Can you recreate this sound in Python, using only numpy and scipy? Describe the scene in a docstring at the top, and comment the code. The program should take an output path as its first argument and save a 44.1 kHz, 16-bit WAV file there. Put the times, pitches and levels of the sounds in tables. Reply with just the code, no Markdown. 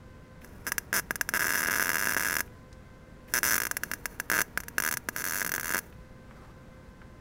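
"""A wire-feed welder lays two short runs on a steel bracket in a driveway, a metre or two away.
Its fan whines throughout. At 0.4 s the trigger is pulled: the torch hisses and the fan sags under load.
Each time the wire shorts and the arc strikes again it snaps: single pops while it stutters, then crackle.
A pause from 2.4 s lets the fan recover; the second run, 3.3-5.85 s, is welded at a new torch angle.
At 6.4 s the helmet is lifted with a rub and light knocks."""
import sys
import numpy as np
from scipy import signal
from scipy.fft import rfft, irfft, next_fast_len
from scipy.io import wavfile
from scipy.ndimage import map_coordinates

SR = 44100
rng = np.random.default_rng(int(sys.argv[2]) if len(sys.argv) > 2 else 0)


def log_audio(samples):
    """Write samples as a 16-bit WAV file to the path given in sys.argv[1]."""
    # one column per channel
    frames = np.atleast_2d(samples).T
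    # limit to full scale, then quantise
    limited = np.clip(frames, -1, 1)
    pcm = np.round(limited * 32767).astype(np.int16)
    wavfile.write(sys.argv[1], SR, pcm)


N = 317578

# peaks and notches from arc into microphone housing: (centre [Hz], least width [Hz], gain [dB])
PATH_PEAKS = [(247, 662, 14.5), (699, 114, 9.5), (752, 85, -19), (973, 124, 7.5), (1155, 59, -6),
              (1230, 100, 6.5), (1514, 638, 17), (1658, 90, 10), (2048, 473, 10.5), (2407, 14, -33),
              (2759, 204, 11.5), (3010, 79, -22.5), (4004, 314, -13), (5040, 266, 9.5), (5353, 210, 10.5),
              (6020, 677, 16), (6650, 128, 2.5), (7030, 620, 4.5), (7620, 530, 5.5), (8970, 640, 5.5),
              (9960, 520, 12), (10430, 200, 7), (10980, 244, 12.5), (11760, 620, 7.5), (12560, 200, 3.5),
              (13180, 480, 13), (14170, 760, 12), (15500, 900, 6)]
# stutter pops, opening strikes, big drops bursting:
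# (time [s], relative strength [dB], treble [dB], body [dB])
SINGLE_SNAPS = [(0.446, -28.5, -1.5, -3), (0.6672, -13.5, -1.5, -1.5), (0.7198, -7, -1.5, -8),
                (0.7814, -7.5, 2, -4), (0.9288, -9, -3.5, .5), (0.9637, -8, 3, -7), (1.1082, -9, -4, 7.5),
                (1.1567, -15.5, 4, -1), (1.2114, -5.5, 0, -7), (1.29, -10, 0.5, -6), (1.3379, -7, -6, 1.5),
                (1.4536, -16, -11, 10), (1.4924, -10, -3, -7), (1.5055, -7, -4, -3), (1.556, -10, -1, 0),
                (1.6593, -10, -13, -6), (1.6857, -10, -15, 6.5), (1.6975, -10, -9, -1.5),
                (1.7967, -7, -5, 0), (1.8246, -7.5, 0.5, 1), (1.8922, -6.5, -1.5, -0.5),
                (1.9684, -9.5, -4, 0), (2.0714, -9, -2, 4.5), (2.1664, -10, -2, 9.5),
                (2.3669, -6, -1.5, -3), (2.4055, -8, 0, -2), (3.338, -8.5, 6.5, -2),
                (3.4314, -5.5, -0.5, -5), (3.5424, -7.5, 4, -4), (3.5805, -8, 1.5, -5),
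                (3.7123, -9, 1.5, -3), (3.7685, -10.5, 3, -8), (3.8347, -11, 0.5, -12),
                (3.9148, -8.5, -5, -6), (3.9359, -14, 2.5, -4), (4.0566, -9, 0.5, -6),
                (4.1997, -10, -1.5, -3), (4.2999, -8, -1, -1), (4.3158, -8, 0.5, 6), (4.416, -6.5, 2, -3),
                (4.5748, -6, -5.5, -3.5), (4.6032, -21, 3.5, 4), (4.6354, -25.5, 0, 0), (4.683, -22, 6, 2),
                (4.782, -5, -2.5, 0), (4.8014, -9.5, 0, 1), (4.9713, -12.5, 3.5, -4),
                (5.0876, -12, 1.5, 8.5), (5.1627, -12.5, -0.5, -0.5), (5.4167, -10, -5, 1),
                (5.5184, -13.5, 5, .5), (5.5806, -12.5, -8, 4), (5.705, -15.5, -1, 9), (5.7459, -10, 1, 7),
                (5.757, -12, -9, 8)]


def arc(level_db=-2.42, treble_db=-2.5, body_hz=750, spit_db=-5, ground_db=-6, yard_db=-23, far_db=-30):
    """Each re-strike is one sharp pressure pulse with a spit of molten metal, followed by its echoes."""
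    # bounce off the asphalt, moving with the torch: (time [s], lag [s])
    ground_lag = [(0, .00328), (2.5, .00328), (3.2, .003115), (5.15, .003115), (5.8, .00304)]
    time_s, strength_db, bright_db, body_db = np.transpose(SINGLE_SNAPS + crackle())
    at = np.round(time_s * SR).astype(int)
    pulses, sharp, body = np.zeros((3, N))
    pulses[at] = -from_db(strength_db + level_db)
    sharp[at] = pulses[at] * from_db(treble_db + bright_db)
    body[at] = pulses[at] * (from_db(body_db) - 1)
    pulses = drop_burst(pulses)
    # long waves pass round torch and hand in one piece; each snap has its own amount of low thump
    thump = pulses + cut(body, body_hz, "low", order=1)
    thump = cut(cut(thump, 4000, "low", order=4), 150, "high")
    # short waves rattle between nozzle, hand and bracket, then bounce off the ground
    rattle = smear(sharp, lag_s=.00055, share=.6)
    rattle = smear(rattle, lag_s=.00023, share=.55)
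    spit = from_db(spit_db) * dying_noise(sharp, t60_s=.025)
    crack = cut(rattle + spit, 3720, "high", order=3)
    ground = from_db(ground_db) * delayed(crack, curve(ground_lag))
    # machine, wall and garage scatter a faint tail
    yard = from_db(yard_db) * cut(dying_noise(pulses, t60_s=.18), 170, "high")
    far = from_db(far_db) * cut(dying_noise(pulses, t60_s=.192), 400, "high")
    return resonate(thump + crack + ground + yard + far, PATH_PEAKS)


def crackle(drop_db_per_doubling=2.5, scatter_db=6, max_drop_db=2, dulling_db_per_db=.8, max_snaps=256):
    """Snap rows: the wire shorts at uneven gaps; a longer wait melts a bigger drop, louder and duller."""
    # spells of steady wire feed: (start [s], end [s], rate [1/s], unevenness [0-1],
    # relative strength at start [dB], at end [dB], treble [dB], body [dB])
    spells = [(0.6737, 0.693, 260, 0.15, -18.5, -27, 3, 5.5),
              (0.9392, .9959, 200, 0.14, -12.5, -14, 2.5, 2.5),
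              (1.3466, 1.374, 230, 0.34, -11.5, -11, -3, -3.5),
              (1.3942, 1.8803, 130, .45, -12.5, -12.5, -0.5, -1.5),
              (1.902, 1.956, 80, 0.18, -10, -7, -3, -1.5), (1.9829, 2.3932, 96, .3, -12, -11.5, -0.5, -2.5),
              (3.345, 3.386, 128, 0.09, -11, -10, 1.5, -.5),
              (3.4411, 3.5635, 124, 0.16, -11.5, -11, 4, -0.2),
              (3.602, 3.6686, 60, 0.04, -9.5, -12, 0.5, -3.5),
              (4.3244, 4.406, 125, 0.29, -12.5, -8, -1.5, 2),
              (4.8226, 4.8879, 78, .06, -11.5, -10.5, 0.8, -1.5),
              (4.912, 4.9393, 73, 0.08, -11.5, -13, 3, -3.5),
              (5.1738, 5.2197, 133, .1, -20.5, -20.5, 4, 0.5),
              (5.241, 5.426, 91, .12, -15.5, -15.5, 3.5, -2),
              (5.4475, 5.493, 65, 0.29, -15, -16.5, 3.5, 1.5),
              (5.539, 5.6101, 70, .25, -13.5, -18.5, 3.5, .5),
              (5.631, 5.7887, 89, 0.14, -17.5, -12.5, 2.5, -0.5)]
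    longest_gap = 1.6   # in usual gaps: by then the feed has pushed the wire into the pool
    rows, single_s = [], np.array(SINGLE_SNAPS)[:, 0]
    for start_s, end_s, rate_hz, uneven, start_db, end_db, treble_db, body_db in spells:
        count = int(np.clip(round((end_s - start_s) * rate_hz) + 1, 2, max_snaps))
        wait, chance = rng.standard_normal((2, max_snaps))[:, :count]
        gaps = np.minimum(np.exp(uneven * wait), longest_gap)
        progress = (np.cumsum(gaps) - gaps[0]) / gaps[1:].sum()
        drop_db = drop_db_per_doubling * np.log2(gaps) + scatter_db * uneven * chance
        drop_db = np.minimum(drop_db - drop_db.mean(), max_drop_db)
        time_s = start_s + (end_s - start_s) * progress
        strength_db = start_db + (end_db - start_db) * progress + drop_db
        bright_db = treble_db - dulling_db_per_db * drop_db
        snaps = zip(time_s, strength_db, bright_db, np.full(count, body_db))
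        # a single snap replaces any within half a gap
        rows += [snap for snap in snaps if np.abs(single_s - snap[0]).min() > .5 / rate_hz]
    return rows


def drop_burst(pulses, within_s=.0012, typical_share=.26, lowest_hz=900):
    """A drop bursts unevenly: a smaller, thinner second push gives each snap its own colour."""
    at = np.flatnonzero(pulses)
    lag = (rng.random(N) * within_s * SR).astype(int)
    share = typical_share * rng.uniform(-1.76, 2.02, N)
    push = np.zeros(N)
    push[at + 1 + lag[at]] = pulses[at] * share[at]
    return pulses + cut(push, lowest_hz, "high")


def torch(gas_db=-65, burn_db=-57, flutter_db=3):
    """The nozzle hisses while the trigger is held, more as the arc flares; the burning arc roars softly."""
    # arc flares: (start [s], length [s], level [dB])
    flares = [(0.413, 0.04, -56), (0.647, 0.03, -54), (1.29, 1.1, -53), (3.281, 0.66, -56),
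              (3.85, 0.099, -59), (4.091, 0.039, -57), (4.282, 0.12, -53.5), (5.13, .68, -54)]
    # hiss at the nozzle: (frequency [Hz], relative density [dB])
    hiss_spectrum = [(500, 3.5), (1600, -12), (2400, -8), (3900, -5), (5800, -11), (8200, -7.5),
                     (11000, -7), (13200, -10), (14250, -4), (16000, -6)]
    # roar of the arc: (frequency [Hz], relative density [dB])
    burn_spectrum = [(60, -23), (170, 6), (300, 1.5), (650, -7.5), (800, -7), (1300, -8.5), (1650, -12),
                     (2300, -13.5), (4000, -35)]
    flare_power = sum(swell(*flare, attack_s=.0055, fall_db_per_s=137) ** 2 for flare in flares)
    gas_power = (from_db(gas_db) * supply_load()) ** 2
    level = np.sqrt(flare_power + gas_power) * from_db(flutter_db * drift(33))
    hiss = level * unit_rms(resonate(coloured_noise(hiss_spectrum), PATH_PEAKS))
    roar = supply_load() * from_db(burn_db) * coloured_noise(burn_spectrum)
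    return hiss + roar


def torch_angle(weld):
    """The torch turns to a new angle for the second run, which stresses other treble peaks."""
    # peaks and notches at each angle: (centre [Hz], least width [Hz], gain [dB])
    first_peaks = [(4800, 270, -6.5), (5060, 370, 3), (13250, 500, 4.5), (14200, 600, -4.5)]
    second_peaks = [(4350, 360, 11), (5120, 300, -13), (5670, 140, -2), (6570, 220, 4), (13100, 560, -3),
                    (14360, 670, 5)]
    # turn of the torch: (time [s], share of second angle [0-1])
    turn = [(0, 0.04), (3.5, 0.53), (4.3, 0.8), (7.2, 1)]
    share = curve(turn)
    return (1 - share) * resonate(weld, first_peaks) + share * resonate(weld, second_peaks)


def fan(sag_hz=38.07, sag_hz_per_s=6, inertia_s=.075, waver=.0016, load_db=-2.5, flutter_db=2):
    """The welder's blade tones drop and fade under load, then keep sinking while the trigger is held."""
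    # speed without load: (time [s], blade rate [Hz])
    idle = [(0, 514.3), (3, 517.4), (6.2, 517.8), (7.2, 517.6)]
    # blade tones without load: (harmonic number, level [dB])
    harmonics = [(1, -62.5), (2, -67), (3, -68.5), (4, -74), (5, -82.5)]
    held_s, load = trigger_held_s(), supply_load()
    blade_hz = curve(idle) - lagged((held_s > 0) * sag_hz + sag_hz_per_s * held_s, inertia_s)
    phase = 2 * np.pi * np.cumsum(blade_hz * (1 + waver * drift(5.9))) / SR
    tones = sum(from_db(db + load_db * load + flutter_db * drift(17)) * np.sin(k * phase)
                for k, db in harmonics)
    return np.sqrt(2) * tones


def transformer(load_db=3):
    """Mains hum, louder under load."""
    # hum without load: (frequency [Hz], level [dB])
    tones = [(240, -68), (360, -90), (600, -77)]
    t = np.arange(N) / SR
    hum = sum(from_db(db) * np.sin(2 * np.pi * (hz * t + rng.random())) for hz, db in tones)
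    return np.sqrt(2) * from_db(load_db * supply_load()) * hum


def helmet(flutter_db=1.7):
    """The helmet rubs unevenly as it slides up."""
    # rub: (frequency [Hz], relative density [dB])
    rub_spectrum = [(300, -16), (800, 3), (1300, 4), (2500, -13), (4000, -15), (8000, -22), (16000, -28)]
    slide = swell(start_s=6.42, length_s=.044, level_db=-58, attack_s=.17, fall_db_per_s=85)
    return slide * from_db(flutter_db * drift(40)) * coloured_noise(rub_spectrum)


def ticks_and_squeaks():
    """Light ticks and knocks, plus a brief squeak as the fan speeds up after each run."""
    # dying bands of noise: (time [s], level [dB], centre [Hz], T60 [s])
    events = [(0.417, -50, 1960, 0.036), (0.475, -57, 6000, .015), (2.477, -50, 1760, 0.023),
              (2.728, -50.5, 5200, 0.036), (3.284, -51.5, 2176, 0.065), (5.925, -49.5, 1960, 0.035),
              (6.31, -47.5, 1270, .05), (7.017, -47, 1380, 0.045)]
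    out = np.zeros(N)
    t = np.arange(SR // 5) / SR
    for time_s, db, hz, t60_s in events:
        band = unit_rms(cut(rng.standard_normal(len(t)), [hz * .7, hz * 1.4], "band"))
        puff = band * from_db(db - 60 * t / t60_s)
        at = round(time_s * SR)
        out[at:at + len(t)] += puff[:N - at]
    return out


def air(level_db=-49.5, flutter_db=.37):
    """Rush of fan air and outdoor rumble, nearly steady."""
    # rush and rumble: (frequency [Hz], relative density [dB])
    spectrum = [(13, -4), (24, -2), (55, 2.5), (140, -1.5), (220, -5), (300, -9.5), (480, -14),
                (700, -18.5), (1000, -20.5), (1600, -21.5), (1900, -23.5), (2600, -31), (6000, -36.5),
                (16000, -47.5)]
    return from_db(level_db + flutter_db * drift(5.5)) * coloured_noise(spectrum)


def trigger_held_s():
    """Time since the trigger was pulled; 0 while released."""
    # trigger held: (start [s], end [s])
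    pulls = [(.41, 2.42), (3.28, 5.85)]
    t = np.arange(N) / SR
    return sum((t - start_s) * ((t > start_s) & (t < end_s)) for start_s, end_s in pulls)


def supply_load(rise_s=.033):
    """Load on the supply, 0-1, following the trigger."""
    return lagged(trigger_held_s() > 0, rise_s)


def from_db(db):
    return 10 ** (np.asarray(db) / 20)


def unit_rms(x):
    return x / np.sqrt(np.mean(x ** 2) + 1e-20)


def curve(rows):
    """(time [s], value) rows, interpolated per sample."""
    return np.interp(np.arange(N) / SR, *np.transpose(rows))


def cut(x, hz, kind, order=2):
    """Butterworth filter."""
    return signal.sosfilt(signal.butter(order, hz, kind, fs=SR, output="sos"), x + 1e-18)


def drift(rate_hz):
    """Slow random wander, rms 1."""
    hop, settle = 40, 2000
    pole = np.exp(-2 * np.pi * rate_hz * hop / SR)
    white = rng.standard_normal(N // hop + settle + 2)
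    slow = signal.lfilter([1], [1, -2 * pole, pole * pole], white)[settle:]
    return np.interp(np.arange(N) / hop, np.arange(len(slow)), unit_rms(slow))


def coloured_noise(spectrum):
    """Noise with the given spectral shape, rms 1."""
    hz, level_db = np.transpose(spectrum)
    size = next_fast_len(N)
    bins_hz = np.maximum(np.arange(size // 2 + 1) * SR / size, 1)
    gain = from_db(np.interp(np.log(bins_hz), np.log(hz), level_db))
    return unit_rms(irfft(rfft(rng.standard_normal(size)) * gain, size)[:N])


def dying_noise(clicks, t60_s):
    """Each click becomes a dying puff of noise of the same energy."""
    pole = from_db(-120 / (t60_s * SR))
    power = signal.lfilter([1 - pole], [1, -pole], clicks ** 2 + 1e-18)
    return np.sqrt(power) * rng.standard_normal(N)


def delayed(x, lag_s):
    """Delay whose lag may move."""
    return map_coordinates(x, [np.arange(N) - lag_s * SR], order=3)


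def resonate(x, peaks):
    """Chain of peaks and notches; tall peaks are widened to stay well damped."""
    sections = []
    for hz, width_hz, gain_db in peaks:
        g = from_db(gain_db / 2)
        width_hz = max(width_hz, 55 * g * g)
        a = np.tan(np.pi * width_hz / SR)
        c = -2 * np.cos(2 * np.pi * hz / SR)
        sections.append(np.array([1 + a * g, c, 1 - a * g, 1 + a / g, c, 1 - a / g]) / (1 + a / g))
    return signal.sosfilt(sections, x + 1e-18)


def smear(x, lag_s, share):
    """Allpass: quick bounces between near surfaces spread a pulse in time and keep its colour."""
    echo = np.zeros(round(lag_s * SR) + 1)
    echo[0], echo[-1] = 1, share
    return signal.lfilter(echo[::-1], echo, x + 1e-18)


def swell(start_s, length_s, level_db, attack_s, fall_db_per_s):
    """Gain that rises up to the start, holds, then dies away."""
    t = np.arange(N) / SR - start_s
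    rise = np.clip(1 + t / attack_s, 0, 1)
    return rise * from_db(level_db - fall_db_per_s * np.maximum(t - length_s, 0))


def lagged(x, lag_s):
    """First-order inertia."""
    pole = np.exp(-1 / (lag_s * SR))
    return signal.lfilter([1 - pole], [1, -pole], x + 1e-18)


def scene():
    """The weld over machine, handling and air; mono."""
    background = air()
    weld = torch_angle(arc() + torch())
    return (weld + fan() + transformer() + helmet() + ticks_and_squeaks() + background)[None]


def record(dry):
    """Steep low-pass."""
    cutoff_hz = 15780
    return signal.sosfilt(signal.ellip(10, .2, 70, cutoff_hz, fs=SR, output="sos"), dry)


dry = scene()
out = record(dry)
log_audio(out)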